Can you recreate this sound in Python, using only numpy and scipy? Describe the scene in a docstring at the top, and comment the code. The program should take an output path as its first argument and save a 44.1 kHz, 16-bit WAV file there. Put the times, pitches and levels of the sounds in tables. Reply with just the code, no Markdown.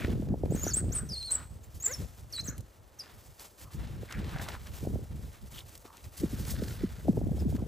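"""A sandy outdoor pen: African wild dogs trot up to a piece of meat, tug at it and drag it off.
They twitter in thin, gliding whistles, with one low yelp, and the pen echoes their calls.
Paws and meat scrape over the grit, making sand hiss and pebbles click. Gusts of wind rumble
and thump on a hand-held microphone, over a faint hush of open air."""
import sys
import numpy as np
from scipy import signal
from scipy.fft import rfft, irfft, next_fast_len
from scipy.io import wavfile
from scipy.ndimage import uniform_filter1d

SR = 44100
rng = np.random.default_rng(int(sys.argv[2]) if len(sys.argv) > 2 else 0)


def dump_mix(stems):
    """Bounce the given channels to the path in sys.argv[1] as a 16-bit WAV at rate SR."""
    frames = np.atleast_2d(stems).T  # one column per channel
    limited = np.clip(frames, -1, 1)  # hard clip at full scale
    pcm = np.round(limited * 32767).astype(np.int16)
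    wavfile.write(sys.argv[1], SR, pcm)


N = 338247
TIME = np.arange(N) / SR
CUTOFF_HZ = 15700


def from_db(db):
    """Turn decibels into a number to multiply a sound by."""
    return 10 ** (np.asarray(db) / 20)


def rms_one(x):
    """Scale a signal so that its average size (rms) is 1."""
    return x / np.sqrt(np.mean(x ** 2) + 1e-20)


def in_time(rows):
    """Join timed points with straight lines: one curve for each column after the time."""
    times, *columns = np.transpose(rows)
    return [np.interp(TIME, times, column) for column in columns]


def at_hz(points, hz):
    """Read a table of (pitch, value) points at any pitch, with octaves evenly spaced."""
    pitches, values = np.transpose(points)
    return np.interp(np.log(hz), np.log(pitches), values)


def add(out, start_s, sound):
    """Mix a sound in at a given time."""
    start = int(start_s * SR)
    out[..., start:start + sound.shape[-1]] += sound[..., :N - start]


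def drift(rate_hz):
    """A smooth random wobble of size about 1; a higher rate wobbles faster."""
    memory = np.exp(-40 * np.pi * rate_hz / SR)
    noise = rng.standard_normal(N // 20 + 2002)   # one value per 20 samples, plus a run-up
    slow = signal.lfilter([1], [1, -2 * memory, memory * memory], noise)[2000:]
    return np.interp(np.arange(N) / 20, np.arange(len(slow)), rms_one(slow))


def envelope(hold_s, attack_s, release_s):
    """A loudness shape that rises, holds, then dies away."""
    t = np.arange(0, attack_s + hold_s + 8 * release_s, 1 / SR)
    return np.minimum(t / attack_s, 1) * np.exp(-np.maximum(t - attack_s - hold_s, 0) / release_s)


def resonate(x, hz, width_hz):
    """Keep only the part of a sound near one pitch."""
    edges = np.clip([hz - width_hz / 2, hz + width_hz / 2], 30, SR * .45)
    return signal.sosfilt(signal.butter(2, edges, "band", fs=SR, output="sos"), x)


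def noise_bands(spectrum):
    """Split stereo noise with a given tone into half-octave bands: (middle pitch, sound)."""
    # how alike left and right are (1 = the same): pitch_hz, likeness
    likeness = [(50, 0.68), (125, 0.67), (250, 0.98), (1000, 0.26), (2500, 0.95), (5000, 1), (8000, 0.96),
                (15000, 1)]
    edges = spectrum[0][0] * 2 ** np.arange(-.5, 11, .5)
    edges = edges[edges < min(spectrum[-1][0] * 2, SR / 2)]
    centres = np.sqrt(edges[1:] * edges[:-1])
    gains = from_db(at_hz(spectrum, centres))
    gains = gains / np.sqrt(np.sum(gains ** 2 * np.diff(edges)) / (SR / 2))
    white = rng.standard_normal((2, 2, N))
    for k, hz in enumerate(centres):
        band_filter = signal.butter(2, edges[k:k + 2], "band", fs=SR, output="sos")
        mid, side = signal.sosfilt(band_filter, white[k % 2])
        alike = np.clip(at_hz(likeness, hz), -1, 1)
        apart = np.sqrt((1 - alike) / 2) * np.array([side, -side])
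        yield hz, gains[k] * (np.sqrt((1 + alike) / 2) * mid + apart)


def coloured(spectrum):
    """Stereo noise of size about 1; the spectrum sets only its balance of low and high."""
    return sum(band for hz, band in noise_bands(spectrum))


def swells(rows, gain_db, grain_db):
    """Patches of grainy noise, each swelling and fading around its own pitch."""
    out = np.zeros(N)
    grains = rms_one(from_db(grain_db * drift(120))) * rng.standard_normal(N)
    for middle_s, length_s, hz, width_hz, db in rows:
        start = max(int((middle_s - length_s / 2) * SR), 0)
        span = slice(start, int((middle_s + length_s / 2) * SR))
        swell = np.cos(np.pi * (TIME[span] - middle_s) / length_s)
        out[span] += from_db(db + gain_db) * swell * rms_one(resonate(grains[span], hz, width_hz))
    return out


def still_air(level_db):
    """The air around the pen makes a faint, steady hush."""
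    # tone of the hush: pitch_hz, relative_db
    air_tone = [(30, -1), (75, -5), (250, -17), (600, -13), (1500, -25.5), (3900, -66), (8000, -28),
                (11000, -64), (15500, -54)]
    return from_db(level_db) * coloured(air_tone)


def wind_strength(attack_s, release_s):
    """How hard the wind blows at each moment, in dB: a breeze with gusts on top."""
    # the breeze between gusts: time_s, level_db
    breeze = [(0, -33.5), (1.1, -49), (1.27, -50.5), (1.4, -45), (1.72, -66), (1.95, -51), (2.28, -52.5),
              (2.6, -50.5), (2.75, -64), (3.55, -69), (4.1, -53), (4.7, -43), (5.35, -54), (5.65, -73),
              (6.0, -66), (6.4, -46.5), (7.0, -41.5), (7.67, -35)]
    # gusts on the microphone: start_s, length_s, level_db
    gusts = [(0.043, 0.18, -32), (0.298, 0.027, -30.5), (.43, 0.13, -32), (0.652, .12, -39.5),
             (.815, 0.075, -31.5), (0.874, 0.19, -39.5), (1.1, 0.021, -37.5), (1.524, 0.089, -45),
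             (1.675, 0.0086, -47.5), (1.755, 0.02, -43.5), (1.9, 0.056, -50), (1.992, 0.046, -37),
             (2.196, .05, -47), (2.408, .12, -40.5), (2.581, 0.032, -41), (2.812, .02, -53.5),
             (3.157, 0.017, -49), (3.276, 0.022, -51), (3.645, 0.031, -47), (3.75, .28, -40.5),
             (4.165, 0.11, -36.5), (4.328, 0.14, -42), (4.834, 0.12, -34.5), (4.935, 0.096, -37),
             (5.114, .16, -41), (5.432, .03, -42.5), (5.539, 0.016, -45), (5.635, 0.014, -46.5),
             (5.72, 0.087, -59), (6.054, 0.019, -44.5), (6.212, 0.056, -37.5), (6.324, 0.4, -38.5),
             (6.81, 0.026, -38), (7.06, 0.49, -32.5)]
    power = from_db(in_time(breeze)[0]) ** 2
    for start_s, length_s, db in gusts:
        gust = from_db(db) * envelope(length_s, attack_s, release_s)
        add(power, max(start_s - attack_s, 0), gust ** 2)
    return 10 * np.log10(power)


def wind(strength_db, unrest_db, dull_db, lump_db, treble_lump_db):
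    """Air swirls at the microphone's openings with a lumpy roar; light air only rumbles."""
    # tone of the wind: pitch_hz, relative_db
    wind_tone = [(20, -24.5), (35, -10), (55, 7), (80, 5), (130, 0.5), (220, -6), (400, -22), (600, -38.5),
                 (850, -64), (1300, -74)]
    calm = np.clip((-37 - strength_db) / 20, 0, 1)
    lumps = 2 * np.tanh(drift(35) / 2)
    roar = 0
    for hz, band in noise_bands(wind_tone):
        treble = np.clip(np.log2(hz / 100) / 2, 0, 1)
        roar += band * from_db((lump_db + treble_lump_db * treble) * lumps - dull_db * treble * calm)
    # even out the roar, so that its tone does not change its level
    power = uniform_filter1d(np.mean(roar ** 2, axis=0), size=3000)
    return from_db(strength_db + unrest_db * drift(10.2)) * roar / np.sqrt(power + 1e-12)


def eddy(start_hz, rise_s, end_hz, fall, turn, skew, churn=0.348):
    """One swirl of air (an eddy) thumps, getting deeper as it spreads over the microphone."""
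    t = np.arange(int(SR / 10)) / SR
    knots = np.arange(0, t[-1], rise_s / 3)
    stir, shake = [np.interp(t, knots, row) for row in rng.standard_normal((2, len(knots)))]
    falling_hz = end_hz + (start_hz - end_hz) * np.exp(-t / (fall * rise_s))
    hz = falling_hz * np.exp(churn * (1.34 * np.tanh(stir) - churn))
    phase = 2 * np.pi * (np.cumsum(hz) / SR + turn)
    swell = (t / rise_s * np.exp(1 - t / rise_s)) ** 2 * (1 + churn * shake)
    return swell * np.sin(phase + 0.21 * skew * np.array([[1], [-1]]))   # skew parts left from right


def buffets(end_hz, fall):
    """Big eddies slap the microphone one by one."""
    # the slaps: start_s, level_db, start_hz, rise_s
    slaps = [(0.043, -23, 710, 0.0029), (.079, -24.5, 960, 0.0033), (0.129, -23, 403, 0.0061),
             (0.192, -30, 342, 0.0087), (0.298, -27, 246, 0.02), (.319, -32, 850, .0023),
             (0.339, -24, 880, 0.0027), (0.434, -19, 695, 0.0024), (0.458, -19.5, 685, 0.0018),
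             (.521, -19, 760, 0.0013), (.546, -23, 655, .0031), (0.635, -31, 1030, 0.0036),
             (.664, -26, 805, 0.003), (0.769, -27.5, 686, .0014), (0.825, -30, 655, 0.0026),
             (1.03, -35.5, 705, .005), (2.482, -29, 438, 0.0053), (4.03, -33, 860, .003),
             (4.824, -30.5, 538, 0.0078), (4.87, -25, 596, 0.0021), (4.955, -26.5, 604, .0046),
             (6.217, -29.5, 516, .004), (6.23, -18, 513, .0085), (6.326, -26.5, 583, 0.0077),
             (6.619, -23, 576, 0.0058), (6.83, -22.5, 472, .01), (7.08, -20.5, 804, 0.0042),
             (7.084, -15.5, 389, .0095), (7.168, -24.5, 857, .0075), (7.212, -26.5, 747, 0.0067),
             (7.266, -26, 540, 0.0072), (7.309, -23, 295, 0.0065), (7.448, -25, 418, 0.016),
             (7.543, -20, 513, 0.0062), (7.62, -27.5, 620, 0.0042)]
    out = np.zeros((2, N))
    for start_s, db, start_hz, rise_s in slaps:
        turn, skew = rng.standard_normal(2)
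        add(out, start_s, from_db(db) * eddy(start_hz, rise_s, end_hz, fall, turn, skew))
    return out


def flurry(strength_db, gain_db, growth, top_hz, rise_s, spread_db, count):
    """Small eddies pop at random, and grow faster than the gust that carries them."""
    out = np.zeros((2, N))
    for k, (when, size, turn, skew, force) in enumerate(rng.random((count, 5))):
        start_s = (k + when) / count * (N - 1) / SR
        gust_db = strength_db[int(start_s * SR)]
        db = gust_db + gain_db + growth * min(gust_db + 35.5, 0) + spread_db * (force - .5)
        pop = eddy(top_hz * (1 - size / 2), rise_s * (1 + size),
                   end_hz=120, fall=1.85, turn=turn, skew=4 * skew - 2)
        add(out, start_s, from_db(db) * pop)
    return out


def friction(attack_s, release_s):
    """How strong the scrape and the sandy hiss are: trotting, dragging and short bursts together."""
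    # grit stirring under trotting paws: time_s, scrape_db, sand_db
    patter = [(0, -50.5, -54.5), (.3, -69, -67), (1.1, -62, -61.5), (1.65, -69, -66.5), (2.1, -65.5, -62),
              (2.88, -69.5, -70), (3.2, -64.5, -62.5), (3.52, -68.5, -62), (5.2, -64, -62), (6.0, -70, -63),
              (7.67, -63, -62.5)]
    # the meat is dragged twice, one list each: time_s, scrape_db, sand_db
    hauls = [
        [(3.7, -63, -72), (3.82, -53.5, -65), (4.06, -60, -88), (4.33, -47.5, -57.5), (4.5, -48.5, -53.5),
         (4.63, -59.5, -61), (4.9, -70, -61), (5.2, -80, -85)],
        [(6.12, -65, -61), (6.22, -54.5, -57), (6.3, -57, -54.5), (6.42, -55, -49.5), (6.58, -60, -54),
         (6.69, -53, -47), (6.85, -59, -64), (7.05, -58.5, -57), (7.25, -104, -65)],
    ]
    # short bursts, from skids or from breath during the calls: start_s, length_s, scrape_db, hiss_db
    bursts = [(0, 0.11, -50.5, -59), (0.553, 0.15, -53, -52.5), (1.351, 0.075, -53.5, -64),
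              (1.753, 0.013, -63, -51.5), (1.87, 0.097, -55, -54.5), (1.988, 0.043, -57.5, -57),
              (2.175, 0.036, -61.5, -58), (2.335, 0.016, -60, -55), (3.014, 0.11, -58, -64.5),
              (3.243, 0.032, -73, -64), (3.397, 0.057, -54.5, -50.5), (3.586, 0.046, -56.5, -51.5),
              (3.718, 0.036, -56.5, -52), (4.111, 0.022, -50.5, -57), (4.421, 0.014, -47, -47),
              (4.482, 0.057, -48, -61), (4.665, 0.022, -54.5, -61), (4.745, 0.09, -54.5, -52),
              (5.114, .015, -59.5, -70), (5.332, 0.055, -58.5, -63.5), (5.515, 0.083, -54.5, -50),
              (5.666, 0.096, -63.5, -61), (5.853, 0.0095, -56, -59), (5.935, 0.061, -60, -65),
              (6.046, 0.014, -56.5, -55.5), (6.178, 0.032, -69, -45.5), (6.471, 0.013, -49.5, -45),
              (6.509, 0.014, -55, -40.5), (7.398, 0.023, -59, -56), (7.49, 0.021, -61, -54),
              (7.557, 0.0057, -56, -58)]
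    power = from_db(in_time(patter)) ** 2
    for haul in hauls:
        dragging = (TIME > haul[0][0]) & (TIME < haul[-1][0])
        power += from_db(in_time(haul)) ** 2 * dragging
    for start_s, length_s, scrape_db, hiss_db in bursts:
        burst = from_db([[scrape_db], [hiss_db]]) * envelope(length_s, attack_s, release_s)
        add(power, max(start_s - attack_s, 0), burst ** 2)
    return np.sqrt(power)


def grit(per_s, spread_db, hz, width_hz):
    """Coarse grains crack at random, most of them small and a few large."""
    sizes = from_db(spread_db * np.minimum(rng.exponential(1, N), 4)) * rng.choice([-1, 1], N)
    cracks = sizes * (rng.random(N) < per_s / SR)
    return rms_one(resonate(cracks + 1e-18, hz, width_hz))


def scuffs(slip_db, grain_db, crunch_db):
    """Paws and meat stick, slip and crunch as sand tumbles; the same noise serves for puffs of breath."""
    # tone of scraped ground: pitch_hz, relative_db
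    scrape_tone = [(250, 10), (600, 6), (1000, 5.5), (1600, 3.5), (2400, 0.5), (3500, -1), (6000, -14.5),
                   (9000, -21), (15000, -19.5)]
    # tone of loose sand: pitch_hz, relative_db
    sand_tone = [(1500, -15), (3000, -5.5), (5500, 0), (8000, 1), (11000, -0.5), (15000, 1)]
    scrape_level, sand_level = friction(attack_s=0.014, release_s=0.018)
    slips = slip_db * drift(20)
    scrape = coloured(scrape_tone) * rms_one(from_db(slips + grain_db / 2 * drift(350)))
    sand = coloured(sand_tone) * rms_one(from_db(slips + grain_db * drift(570)))
    crunch = from_db(crunch_db) * grit(per_s=260, spread_db=5.0, hz=2970, width_hz=4000)
    return scrape_level * (scrape + crunch) + sand_level * sand


def rubs():
    """Harder rubs and faint squeaks each ring around a pitch of their own."""
    # the rubs: middle_s, length_s, pitch_hz, width_hz, relative_db
    strokes = [(0.023, 0.12, 2020, 1280, -40), (3.686, 0.084, 1160, 250, -54.5),
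               (4.134, 0.13, 1840, 920, -46), (4.207, 0.089, 1820, 700, -55), (4.384, 0.1, 830, 440, -43),
               (4.374, 0.13, 1460, 885, -43), (4.51, 0.17, 1190, 915, -45), (5.578, 0.085, 3300, 700, -46),
               (5.855, .025, 586, 500, -47.5), (5.92, 0.16, 1060, 400, -56.5), (6.62, 1, 1680, 785, -54.5),
               (6.602, 0.86, 3800, 2400, -54), (7.4, 0.044, 5170, 500, -55),
               (7.598, 0.032, 1130, 200, -52.5)]
    return swells(strokes, gain_db=-3, grain_db=5.5)


def pebbles(decay_s):
    """A kicked pebble clicks: a very short burst of noise around the pitch it rings at."""
    # pebbles and grit kicked up: start_s, peak_db, pitch_hz
    kicks = [(0.287, -46, 2080), (.456, -44.5, 1480), (1.2274, -38, 4190), (2.016, -48, 1600),
             (2.58, -37, 8140), (2.607, -42.5, 7850), (3.3962, -37.5, 6240), (3.734, -44, 3300),
             (4.124, -27.5, 1750), (4.4864, -26, 1310), (4.6698, -36.5, 1200), (5.5893, -36.5, 3330),
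             (5.7528, -35.5, 6700), (5.7768, -35.5, 8550), (5.9696, -40.5, 6260), (6.0417, -45, 3380),
             (6.1997, -36, 5220), (6.4507, -36, 4200), (7.565, -38.5, 1190)]
    out, t = np.zeros(N), np.arange(int(SR / 20)) / SR
    for start_s, db, hz in kicks:
        burst = rng.standard_normal(len(t)) * np.exp(-t / decay_s)
        ring = signal.butter(1, [hz / 2, min(hz * 2, CUTOFF_HZ)], "band", fs=SR, output="sos")
        click = signal.sosfilt(ring, burst)
        add(out, start_s, from_db(db) * click / np.abs(click).max())
    return out


def pen_echo(sound, tail_db, fade_60db_s, early_db, early_s):
    """Ground, walls and bushes scatter a quick echo and a thin, longer tail."""
    t = np.arange(int(.7 * SR)) / SR
    decay = from_db(tail_db - 60 * t / fade_60db_s) + from_db(early_db) * np.exp(-t / early_s)
    mid, side = rng.standard_normal((2, len(t))) * decay * (t > .004) / np.sqrt(SR * .03)
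    echoes = np.array([mid + 0.51 * side, mid - 0.51 * side])
    return signal.fftconvolve(np.atleast_2d(sound), echoes, axes=1)[:, :N]


def rasps():
    """The dogs' voices rasp huskily beneath their whistles."""
    # the rasps: middle_s, length_s, pitch_hz, width_hz, relative_db
    husky_notes = [(.57, 0.083, 1550, 600, -52), (.635, 0.025, 1340, 400, -48),
                   (.69, 0.075, 1530, 448, -46.5), (.79, .08, 1490, 500, -52.5),
                   (.985, 0.18, 1410, 448, -53), (1.37, 0.2, 1280, 616, -52.5),
                   (1.85, 0.054, 1500, 1200, -61), (2.39, 0.039, 1840, 1154, -49),
                   (2.51, 0.13, 1560, 460, -52), (3.07, 0.32, 1240, 1100, -65)]
    return swells(husky_notes, gain_db=-1.5, grain_db=4)


def voicing(length_s, edge_s):
    """The clock of one call, and a gate that opens and closes it softly."""
    t = np.arange(-edge_s / 2, length_s + edge_s / 2, 1 / SR)
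    opening = np.clip(np.minimum(t - t[0], t[-1] - t) / edge_s, 0, 1)
    return t, np.sin(np.pi / 2 * opening) ** 2


def yelp(jitter):
    """One short, low, rising note whose overtones are shaped by the throat."""
    # path of the yelp: time_s, pitch_hz, level_db
    path = [(1.862, 391, -50), (1.878, 414, -47), (1.895, 480, -47.5), (1.912, 516, -42),
            (1.925, 590, -48.5), (1.936, 600, -54)]
    # how the throat and open mouth boost or weaken each pitch: pitch_hz, gain_db
    throat = [(400, -2.5), (600, 0.5), (1000, -12), (1550, -3), (2050, -2), (2600, -25), (4000, -31)]
    times, pitches, levels_db = np.transpose(path)
    t, gate = voicing(times[-1] - times[0], edge_s=0.0064)
    t = t + times[0]
    hz = uniform_filter1d(np.interp(t, times, pitches), size=200)
    level = gate * from_db(np.interp(t, times, levels_db))
    phase = 2 * np.pi * np.cumsum(hz * (1 + jitter * drift(196.5)[:len(hz)])) / SR
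    voice = sum(from_db(at_hz(throat, k * hz)) * np.sin(k * phase) for k in range(1, 8))
    out = np.zeros(N)
    add(out, t[0], level * voice)
    return out


def chirps(settle):
    """Start, pitch and level of each chirp: most shoot up, round off and settle lower."""
    # the chirps: start_s, rise_s, fall_s, first_hz, top_hz, last_hz, first_db, top_db, last_db
    arches = [(0.507, 0.04, .022, 6600, 8270, 6100, -51, -52.5, -44),
              (.57, .02, .02, 6200, 6870, 6500, -49, -51, -50),
              (0.612, 0.021, 0.0087, 6300, 7100, 6930, -45, -40, -30),
              (.645, .013, 0.012, 4860, 6000, 6000, -44, -49, -44),
              (.664, 0.0026, 0.011, 7080, 6900, 5880, -47, -41, -33),
              (0.68, 0.0078, 0.039, 5970, 6930, 4420, -27, -39, -39.5),
              (.736, .016, 0.0032, 6630, 7950, 7850, -30, -32, -46),
              (.76, .014, 0.0338, 7860, 8540, 7930, -31.5, -27.5, -43),
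              (0.921, 0.023, 0.0036, 5600, 7860, 8000, -41, -43, -41),
              (0.949, .003, 0.024, 8880, 8970, 8080, -33, -30, -33),
              (.975, 0.019, 0.0034, 7880, 8080, 8140, -31.5, -37, -36),
              (1.304, 0.0066, 0.0015, 6450, 7370, 7500, -48, -36, -35),
              (1.311, .019, .027, 7480, 8450, 7720, -27.5, -32.5, -28),
              (1.634, 0.013, 0.0035, 6200, 7600, 8000, -59, -63, -57),
              (1.801, .006, 0.0091, 6500, 6600, 6570, -51, -48, -44.5),
              (1.823, 0.0182, .028, 6600, 7840, 7050, -43, -39, -22),
              (1.874, 0.014, .003, 7100, 7840, 8000, -35.5, -44, -43),
              (1.912, 0.0074, 0.03, 6900, 6750, 5320, -41.5, -39, -34.5),
              (2.404, 0.01, .002, 4300, 6500, 6500, -40.5, -47, -44),
              (2.438, 0.024, 0.028, 6300, 7900, 5900, -49, -46, -35),
              (2.486, 0.014, .002, 5900, 7130, 7350, -38, -47, -48),
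              (3.015, 0.0065, .002, 4570, 5240, 5350, -44, -54, -67)]
    for start_s, rise_s, fall_s, first_hz, top_hz, last_hz, *levels_db in arches:
        t, gate = voicing(rise_s + fall_s, edge_s=0.0065)
        up = np.sin(np.pi / 2 * np.clip(t / rise_s, 0, 1))
        down = np.sin(np.pi / 2 * np.clip((t - rise_s) / fall_s, 0, 1) ** settle) ** 2
        hz = first_hz + (top_hz - first_hz) * up + (last_hz - top_hz) * down
        db = np.interp(t, [0, rise_s, rise_s + fall_s], levels_db)
        yield start_s + t[0], hz, gate * from_db(db)


def squeals(waver_hz, waver_db):
    """Start, pitch and level of each squeal: it drops to a held note and swells on every waver."""
    # the squeals: start_s, length_s, first_hz, held_hz, slide_s, wavers_per_s, first_db, last_db
    slides = [(1.09, 0.037, 6200, 4920, 0.0072, 30.6, -48.5, -35.5),
              (1.126, 0.19, 4960, 4230, .013, 14.9, -39, -43.5),
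              (2.326, 0.033, 5910, 4420, .005, 28, -43.5, -35),
              (2.36, 0.042, 4190, 3993, .006, 24.2, -49, -29.5),
              (2.99, 0.023, 6220, 4510, 0.011, 14, -53, -37.5)]
    for start_s, length_s, first_hz, held_hz, slide_s, wavers_per_s, *levels_db in slides:
        t, gate = voicing(length_s, edge_s=0.008)
        waver = np.cos(2 * np.pi * wavers_per_s * t)
        held = held_hz + waver_hz * waver
        hz = held + (first_hz - held) * np.exp(-np.maximum(t, 0) / slide_s)
        db = np.interp(t, [0, length_s], levels_db) + waver_db * waver
        yield start_s + t[0], hz, gate * from_db(db)


def twitters(husk, jitter, flutter_db, tremble_db, octave_db, third_db, hiss_db, crackle_db, breath_db):
    """Chirps and squeals run together as near-pure whistles, rougher and airier the higher they go."""
    # tone of the air forced out with each call: pitch_hz, relative_db
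    breath_tone = [(400, 5.5), (1500, 1), (2800, -2), (5500, -3.5), (9000, -0.5), (15000, -7.5)]
    # tone of the bright hiss that follows each call's loudness: pitch_hz, relative_db
    hiss_tone = [(900, -12.0), (1600, -7.5), (2800, -44.0), (6000, 18.5), (9000, -2), (15000, 16.0)]
    whistles, effort, airflow = np.zeros((3, N))
    wobble, flutter, crackle, overtone, tremble = [drift(hz) for hz in (430, 117, 900, 100, 45)]
    for start_s, hz, level in [*chirps(settle=.8), *squeals(waver_hz=144, waver_db=2)]:
        span = slice(int(start_s * SR), int(start_s * SR) + len(hz))
        strain = hz / 7000
        phase = 2 * np.pi * np.cumsum(hz * (1 + jitter * strain * wobble[span])) / SR
        # the octave comes and goes, and changes less with effort than the main note
        octave = from_db(octave_db + 4.1 * overtone[span]) * np.sqrt(level) * np.sin(2 * phase)
        # only low notes carry a tone at three times their pitch
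        third = from_db(third_db) * level * np.clip((5000 - hz) / 500, 0, 1) * np.sin(3 * phase)
        husky = 1 + husk * np.clip(1 - level / from_db(-34.5), 0, 1)   # soft notes break up more
        shake = from_db(flutter_db * strain * flutter[span] + tremble_db * tremble[span])
        rough = 1 + from_db(crackle_db) * strain * husky * crackle[span]
        add(whistles, start_s, np.sqrt(2) * shake * rough * (level * np.sin(phase) + octave + third))
        add(effort, start_s, level)
        add(airflow, start_s, level ** 0.4 * strain ** 2)
    hiss = from_db(hiss_db) * effort * coloured(hiss_tone)
    breath = from_db(breath_db) * airflow * coloured(breath_tone)
    return whistles + hiss + breath


def scene():
    """Mix the dogs' calls and scuffing with the wind and the open air."""
    voices = twitters(husk=2.2, jitter=0.013, flutter_db=3.5, tremble_db=1.5, octave_db=-33.5,
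                      third_db=-28.5, hiss_db=-21.5, crackle_db=-20.5, breath_db=-39)
    voices += yelp(jitter=0.014) + rasps()
    voices = voices + pen_echo(voices, tail_db=-22, fade_60db_s=0.55, early_db=-6.5, early_s=.016)
    ground = rubs() + scuffs(slip_db=2, grain_db=2.0, crunch_db=-11) + pebbles(decay_s=0.0031)
    dogs = (voices + ground) * from_db([[0.2], [-0.2]])   # a touch to the left
    strength_db = wind_strength(attack_s=0.037, release_s=0.027)
    eddies = buffets(end_hz=100.3, fall=1.16)
    eddies += flurry(strength_db, gain_db=-5.5, growth=0.87, top_hz=898, rise_s=.003,
                     spread_db=1.0, count=420)
    thumps = signal.sosfilt(signal.butter(7, 830, fs=SR, output="sos"), eddies)   # keep them dull
    roar = wind(strength_db, unrest_db=2.0, dull_db=41, lump_db=3.0, treble_lump_db=-0.5)
    return dogs + roar + thumps + still_air(level_db=-60.5)


def record(dry):
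    """Left and right are out of step, most of all in the treble; deep bass and top treble are cut."""
    # how far the left side runs ahead of the right: pitch_hz, lead_radians
    left_lead = [(0, 0), (250, -.45), (600, -.45), (1200, 0), (2800, .15), (3800, .5), (4600, .35),
                 (6300, 0), (7000, -.35), (7700, -.1), (8450, 0), (8900, -1.3), (9550, -3.14),
                 (11100, -6.28), (12650, -9.42), (14150, -12.57), (15600, -15.7)]
    size = next_fast_len(N + SR // 10)
    lead = np.interp(np.arange(size // 2 + 1) * SR / size, *np.transpose(left_lead))
    shifted = irfft(rfft(dry, size) * np.exp(.5j * np.array([lead, -lead])), size)[:, :N]
    bass_cut = signal.sosfilt(signal.butter(3, 36, "high", fs=SR, output="sos"), shifted)
    return signal.sosfilt(signal.ellip(10, .1, 80, CUTOFF_HZ, fs=SR, output="sos"), bass_cut)


dry = scene()
out = record(dry)
dump_mix(out)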